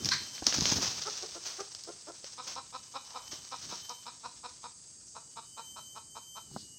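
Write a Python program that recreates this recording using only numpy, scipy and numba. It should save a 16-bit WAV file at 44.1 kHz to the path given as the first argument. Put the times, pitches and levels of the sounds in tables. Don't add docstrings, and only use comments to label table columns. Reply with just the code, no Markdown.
import sys
import numpy as np
from scipy import signal
from scipy.fft import rfft, irfft
from scipy.io import wavfile
from scipy.ndimage import uniform_filter1d
from numba import njit

SR = 44100
rng = np.random.default_rng(int(sys.argv[2]) if len(sys.argv) > 2 else 0)


def store_wav(level_fs):
    pcm = np.round(np.clip(np.atleast_2d(level_fs), -1, 1) * 32767)
    wavfile.write(sys.argv[1], SR, pcm.T.astype(np.int16))


N = 298998

# middle_s, relative_db, brightness_db
CLUCKS = [(1.08, -38.5, 12), (1.239, -44.0, -1), (1.369, -46.5, 1.5), (1.606, -40.0, 8), (1.896, -43.5, -4),
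          (2.096, -45, 0), (2.402, -41.5, 4), (2.582, -39.0, -2), (2.753, -40, 0), (2.965, -38.0, -1),
          (3.166, -40.5, -3), (3.537, -39.0, -1), (3.73, -42.5, 3), (3.913, -42, -2), (4.082, -42.5, 5),
          (4.259, -40.5, -1), (4.457, -41.5, -1), (4.658, -43.0, 0), (5.173, -45.5, -5), (5.385, -43, 0),
          (5.591, -43.0, -1.5), (5.784, -45.5, -4), (5.974, -45.0, -4.5), (6.174, -44.5, -4.5),
          (6.378, -45, -4)]
# base_hz, effort_hz_per_db, sag_hz_per_s
SHUT_PITCH = (392, 9, 29)
OPEN_PITCH = (266, 3.1, 7.2)
# centre_hz, width_hz, gain_db
SHUT_THROAT = [(474, 134, 4.5), (900, 370, 1), (1370, 180, 5.5)]
OPEN_THROAT = [(492, 76, -9.5), (966, 113, 6.5), (1335, 122.4, 2.5), (2470, 127, -13.5), (3960, 300, -9),
               (5390, 310, -8.5)]
SQUAWK_THROAT = [(990, 210, -9.5), (1600, 110, -0.5), (2240, 330, -8), (3130, 200, -11), (4150, 300, 1),
                 (5740, 1000, -8)]
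# freq_hz, gain_db
SHUT_BEAK = [(150, -34), (300, 19), (1500, 0.5), (2400, -3.5)]
OPEN_BEAK = [(700, -3.5), (1400, -3), (1900, 6), (2800, -1), (5400, 0), (7500, -31)]
# peak_s, level_db, rise_s, fall_s
SWEEPS = [(.13, -41, 0.18, 0.14), (.58, -33.5, 0.12, 0.31), (.78, -38, 0.28, 0.32),
          (1.159, -41.5, 0.2, 0.15), (1.58, -49.5, 0.43, 0.84), (2.25, -51, 0.099, 0.079),
          (2.53, -49.5, 0.095, 0.048), (3.8, -48.5, 0.71, 0.12), (4.22, -58, 0.88, 0.9)]
# start_s, relative_db, fade_s
CRUNCHES = [(0.464, -26, 0.011), (0.538, -29, 0.015), (0.578, -34, 0.0089), (0.659, -36.5, .025),
            (0.712, -29.5, 0.019), (0.756, -34, 0.02), (0.811, -32.5, 0.053), (1.444, -39, 0.062),
            (2.465, -40.5, 0.041), (3.308, -42, 0.042), (3.678, -45, 0.079)]
# start_s, peak_db, body_db
SNAPS = [(0.0466, -18, 1), (0.057, -17, 4), (0.0886, -14, 3), (0.38, -31, 19.5), (.467, -6.5, -1),
         (0.5251, -19, 16.5), (0.5453, -19.5, 15), (.608, -14.5, -1), (.625, -22, 2), (0.6555, -10.5, 9.5),
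         (.701, -16, 5), (0.722, -20, 13), (.769, -22, 3), (1.07, -25.5, 0), (1.749, -26, 3),
         (1.8368, -29.5, -32), (2.244, -30.5, 10), (2.5545, -31, 7), (3.894, -28, -3)]
# start_s, level_db, pitch_hz, grit_db
THUDS = [(.423, -31.5, 320, -1.5), (.474, -29.5, 300, -12), (0.585, -22, 264, -24), (0.62, -21.5, 167, -13),
         (.722, -25, 262, -4), (0.784, -26.5, 240, -9), (2.242, -38.5, 555, -15), (3.33, -41.5, 322, -4),
         (3.726, -39, 191, -3), (6.513, -40, 152, -13.5), (6.563, -28.5, 223, -4.5)]
# peak_s, level_db
GUSTS = [(0.051, -40), (.61, -38.5), (.76, -40.5), (3.34, -62), (3.69, -56), (6.54, -51)]
# peak_s, level_db, rise_s, fall_s, centre_hz,
# filter_width_hz
HISSES = [(3.17, -53.5, 0.08, 0.091, 960, 576), (5.073, -54.5, .012, 0.12, 6000, 1470),
          (6.595, -49.5, 0.055, 0.056, 4760, 1820)]
# start_s, end_s, pitch_hz, level_db
WHISTLES = [(-.3, .48, 3100, -54), (.55, 1.05, 3115, -58), (0, 1.7, 2995, -68), (2.6, 4.2, 2995, -66),
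            (3.08, 3.46, 3085, -55), (3.6, 4.08, 3105, -55), (5.08, 6.12, 2980, -68),
            (6.12, 7, 2995, -67.5), (5.42, 6.06, 3102, -54), (6.01, 6.5, 3118, -53.5), (6.45, 7, 2905, -61)]
# harmonic, gain_db
WHISTLE_PARTIALS = [(1, 0.5), (2, -1), (4, -10.5)]
# centre_hz, filter_width_hz, level_db
CRICKETS = [(6400, 12, -65.5), (6574, 47, -63.5)]
# freq_hz, gain_db
LEAF_SPECTRUM = [(200, -21), (500, -13), (1200, -9.5), (2000, -13), (3100, -9), (4200, -4.5), (5500, 2),
                 (6400, 0.5), (7300, -14), (9000, -26.5), (12500, -40), (15500, -26.5)]
TWIG_SPECTRUM = [(300, -12.5), (1200, -16), (3000, -10.5), (4300, 1), (5600, 8), (6500, 0.5), (7500, -16.5),
                 (10000, -26.5), (15500, -29.5)]
GUST_SPECTRUM = [(25, -58), (60, -7), (120, -2), (250, -6.5), (380, -10), (600, -30.5), (1200, -26.5),
                 (3000, -40)]
CHORUS_SPECTRUM = [(3000, -29), (4200, -27.5), (4650, -3), (5400, -10), (7000, -6), (7700, 2), (9000, -6),
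                   (10300, -30.5), (15500, -73)]
RUMBLE_SPECTRUM = [(25, -24), (60, -7.5), (125, -5.5), (300, -13.5), (1000, -26.5), (2000, -31),
                   (4000, -41), (6000, -43)]
SOIL_SPECTRUM = [(120, -14), (330, 0), (700, 2), (1500, -18)]
GRIT_SPECTRUM = [(900, 8), (1600, -4), (3000, -35)]
ECHO_SPECTRUM = [(1400, 0.5), (1800, 6), (4300, 8.5), (10000, -15)]


def clucks(length_s=.052, lead_s=.031, beak_opens_s=2.3, chest_db=-19):
    out = np.zeros(N)
    first_s, mean_db = CLUCKS[0][0], np.mean(CLUCKS, axis=0)[1]
    for s, db, brightness_db in CLUCKS:
        if s > beak_opens_s:
            pitch, throat, beak, breath = OPEN_PITCH, OPEN_THROAT, OPEN_BEAK, .45
        else:
            pitch, throat, beak, breath = SHUT_PITCH, SHUT_THROAT, SHUT_BEAK, .55
        base_hz, effort_hz_per_db, sag_hz_per_s = pitch
        hz = base_hz + effort_hz_per_db * (db - mean_db) - sag_hz_per_s * (s - first_s)
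        source = syrinx(hz, length_s, jitter=.035, breath=breath,
                        rise=rng.uniform(.3, .6), bend=rng.uniform(.12, .36))
        stretch = arch(length_s, bend=.11) * rng.uniform(.97, 1.03)
        voice = sum((-1) ** k * undb(gain_db) * resonate(source, centre_hz * stretch, float(width_hz))
                    for k, (centre_hz, width_hz, gain_db) in enumerate(throat))
        voice = colour(colour(voice, beak), [(700, 0.014), (1350, brightness_db)])
        chest = undb(chest_db) * unit(ring(source, [(246, 350, 0)]))
        add(out, s - lead_s, undb(db - 7) * unit(unit(voice) + chest))
    return out


def squawk(start_s=.107, level_db=-33):
    out = np.zeros(N)
    source = syrinx(hz=560, length_s=.049, jitter=.2, breath=.56, rise=.21, bend=.2)
    cry = colour(ring(source, SQUAWK_THROAT), [(400, -31), (1000, 2)])
    add(out, start_s, undb(level_db) * unit(cry))
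    return out


def syrinx(hz, length_s, jitter, breath, rise, bend):
    progress = np.arange(SR // 8) / SR / length_s
    shake, air = rng.standard_normal((2, len(progress)))
    wobble = jitter * unit(uniform_filter1d(shake, size=150))
    cycles = np.cumsum(hz * (arch(length_s, bend) + wobble)) / SR
    pulses = np.diff(np.floor(cycles), prepend=0) * undb(2 * shake)
    puffs = air * (1 - cycles % 1) ** 2
    envelope = np.clip(progress / rise, 0, 1) * np.clip((1 - progress) / .34, 0, 1)
    return envelope * (unit(pulses - pulses.mean()) + breath * unit(puffs))


def leaves(twigs_per_s=56, twig_db=-7.5, soil_db=-19):
    stir = np.sqrt(sum((undb(db) * swell(s, rise_s, fall_s)) ** 2 for s, db, rise_s, fall_s in SWEEPS))
    rustle = crackle() * undb(3.13 * wander(70))
    breaks = (rng.random(N) < twigs_per_s / SR) * rng.random(N)
    ticks = undb(twig_db) * unit(colour(breaks, TWIG_SPECTRUM))
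    weight, t = np.zeros(N), np.arange(SR // 2) / SR
    for s, db, fade_s in CRUNCHES:
        add(weight, s, undb(db + 5) * np.minimum(3 * t / fade_s, 1) * np.exp(-t / fade_s))
    crunch = unit(colour(crackle(), [(1200, 5), (4500, 2)]))
    soil = undb(soil_db) * noise(SOIL_SPECTRUM)
    return stir * (rustle + ticks) + weight * (crunch + soil)


def crackle(cracks_per_s=3000, spread_db=2.5):
    cracks = (rng.random(N) < cracks_per_s / SR) * rng.choice([-1, 1], N)
    strength = undb(spread_db * np.minimum(rng.exponential(size=N), 4.5))
    hiss = 1.02 * rng.standard_normal(N)
    return unit(colour(unit(cracks * strength) + hiss, LEAF_SPECTRUM))


def snaps(splinter_s=.0014, shiver_s=.044, shiver_db=-21, body_below_hz=3500):
    out, t = np.zeros(N), np.arange(SR // 16) / SR
    envelope = np.exp(-t / splinter_s) + undb(shiver_db) * np.exp(-t / shiver_s)
    for s, peak_db, body_db in SNAPS:
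        spectrum = [(hz, db + body_db * (hz < body_below_hz)) for hz, db in TWIG_SPECTRUM]
        snap = colour(rng.standard_normal(len(t)) * envelope, spectrum)
        add(out, s, undb(peak_db) * snap / np.abs(snap).max())
    return out


def thuds(t60_s=.032):
    out, t = np.zeros(N), np.arange(SR // 8) / SR
    for s, db, hz, grit_db in THUDS:
        grit = undb(grit_db) * noise(GRIT_SPECTRUM, len(t))
        add(out, s, undb(db - 60 * t / t60_s) * (grit - np.sin(2 * np.pi * hz * t)))
    return out


def gusts(rise_s=.052, fall_s=.1):
    push = sum(undb(db) * swell(s, rise_s, fall_s) for s, db in GUSTS)
    return noise(GUST_SPECTRUM) * push * undb(2 * wander(60))


def hisses():
    return sum(undb(db) * swell(s, rise_s, fall_s) * narrow_noise(hz, width_hz)
               for s, db, rise_s, fall_s, hz, width_hz in HISSES)


def insect_whistles(flat=.009, settle_s=.303, rise_s=.28, stop_s=.13):
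    out, t = np.zeros(N), np.arange(N) / SR
    for start_s, end_s, hz, db in WHISTLES:
        droop = flat * np.exp(-np.maximum(t - start_s, 0) / settle_s)
        pitch_hz = hz * (1 - droop + .00136 * wander(120))
        phase = 2 * np.pi * np.cumsum(pitch_hz) / SR
        tone = sum(undb(gain_db) * np.sin(k * phase) for k, gain_db in WHISTLE_PARTIALS)
        gate = np.clip(np.minimum((t - start_s) / rise_s, (end_s - t) / stop_s), 0, 1)
        out += gate * undb(db + 2 * wander(50)) * tone
    return out


def forest(chorus_db=-55, rumble_db=-66.5):
    chorus = noise(CHORUS_SPECTRUM) * undb(chorus_db + .34 * wander(40) + .74 * wander(2.07))
    rumble = noise(RUMBLE_SPECTRUM) * undb(rumble_db + .94 * wander(8.3))
    crickets = sum(undb(db) * narrow_noise(hz, width_hz) for hz, width_hz, db in CRICKETS)
    return chorus + rumble + crickets


def trunk_echoes(x, gap_s=.011, t60_s=.31):
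    out, hop = np.zeros(N), SR // 5
    t = np.arange(SR // 2) / SR
    decay = undb(-60 * t / t60_s) * (t > gap_s)
    for i in range(0, N, hop):
        echoes = rng.standard_normal(len(t)) * (rng.random(len(t)) < .05) * decay
        add(out, i / SR, signal.fftconvolve(x[i:i + hop], echoes / np.sqrt(np.sum(echoes ** 2))))
    return colour(out, ECHO_SPECTRUM)


def arch(length_s, bend, crest=.6):
    progress = np.minimum(np.arange(SR // 8) / SR / length_s, 1)
    return 1 - np.clip(bend * (progress / crest - 1) ** 2, 0, .5)


def swell(peak_s, rise_s, fall_s):
    t = np.arange(N) / SR - peak_s
    return np.exp(-np.minimum(np.maximum(-t / rise_s, t / fall_s), 20))


def wander(rate_hz):
    hold = max(int(SR / rate_hz), 1)
    steps = np.repeat(rng.standard_normal(N // hold + 1), hold)
    return unit(uniform_filter1d(steps, hold)[:N])


def noise(spectrum, samples=N):
    return unit(colour(rng.standard_normal(samples), spectrum))


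def narrow_noise(hz, width_hz):
    mode = [(hz, width_hz, 0)]
    return unit(ring(ring(rng.standard_normal(N), mode), mode))


def colour(x, spectrum, size=2048):
    hz, db = np.transpose(spectrum)
    bins_hz = np.arange(size // 2 + 1) * SR / size
    gain = undb(np.interp(np.log(bins_hz + 1), np.log(hz), db))
    cepstrum = irfft(np.log(gain))[:size // 2]
    cepstrum[1:] *= 2
    return signal.fftconvolve(x, irfft(np.exp(rfft(cepstrum, size))))[:len(x)]


def ring(x, modes):
    return sum((-1) ** k * undb(db) * signal.lfilter(*signal.iirpeak(hz, hz / width_hz, SR), x)
               for k, (hz, width_hz, db) in enumerate(modes))


@njit
def resonate(x, hz, width_hz):
    y, band, low = np.empty(len(x)), 0., 0.
    for i in range(len(x)):
        g, damping = np.tan(np.pi * hz[i] / SR), width_hz / hz[i]
        v = (band + g * (x[i] - low)) / (1 + g * (g + damping))
        band, low, y[i] = 2 * v - band, low + 2 * g * v, damping * v
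    return y


def undb(db):
    return 10 ** (np.asarray(db) / 20)


def unit(x):
    return x / np.sqrt(np.mean(x ** 2) + 1e-20)


def add(out, start_s, x):
    i = max(int(start_s * SR), 0)
    out[i:i + len(x)] += x[:max(N - i, 0)]


def scene():
    bird = clucks() + squawk()
    litter = leaves() + snaps()
    mono = bird + litter + thuds() + gusts() + hisses() + insect_whistles() + forest()
    mono += trunk_echoes(undb(-12) * bird + undb(-16.5) * litter)
    return np.array([mono, mono])


def record(dry, low_hz=45, top_hz=15800):
    thin = signal.sosfilt(signal.butter(2, low_hz, "high", fs=SR, output="sos"), dry)
    return signal.sosfilt(signal.ellip(8, .2, 70, top_hz, fs=SR, output="sos"), thin)


dry = scene()
out = record(dry)
store_wav(out)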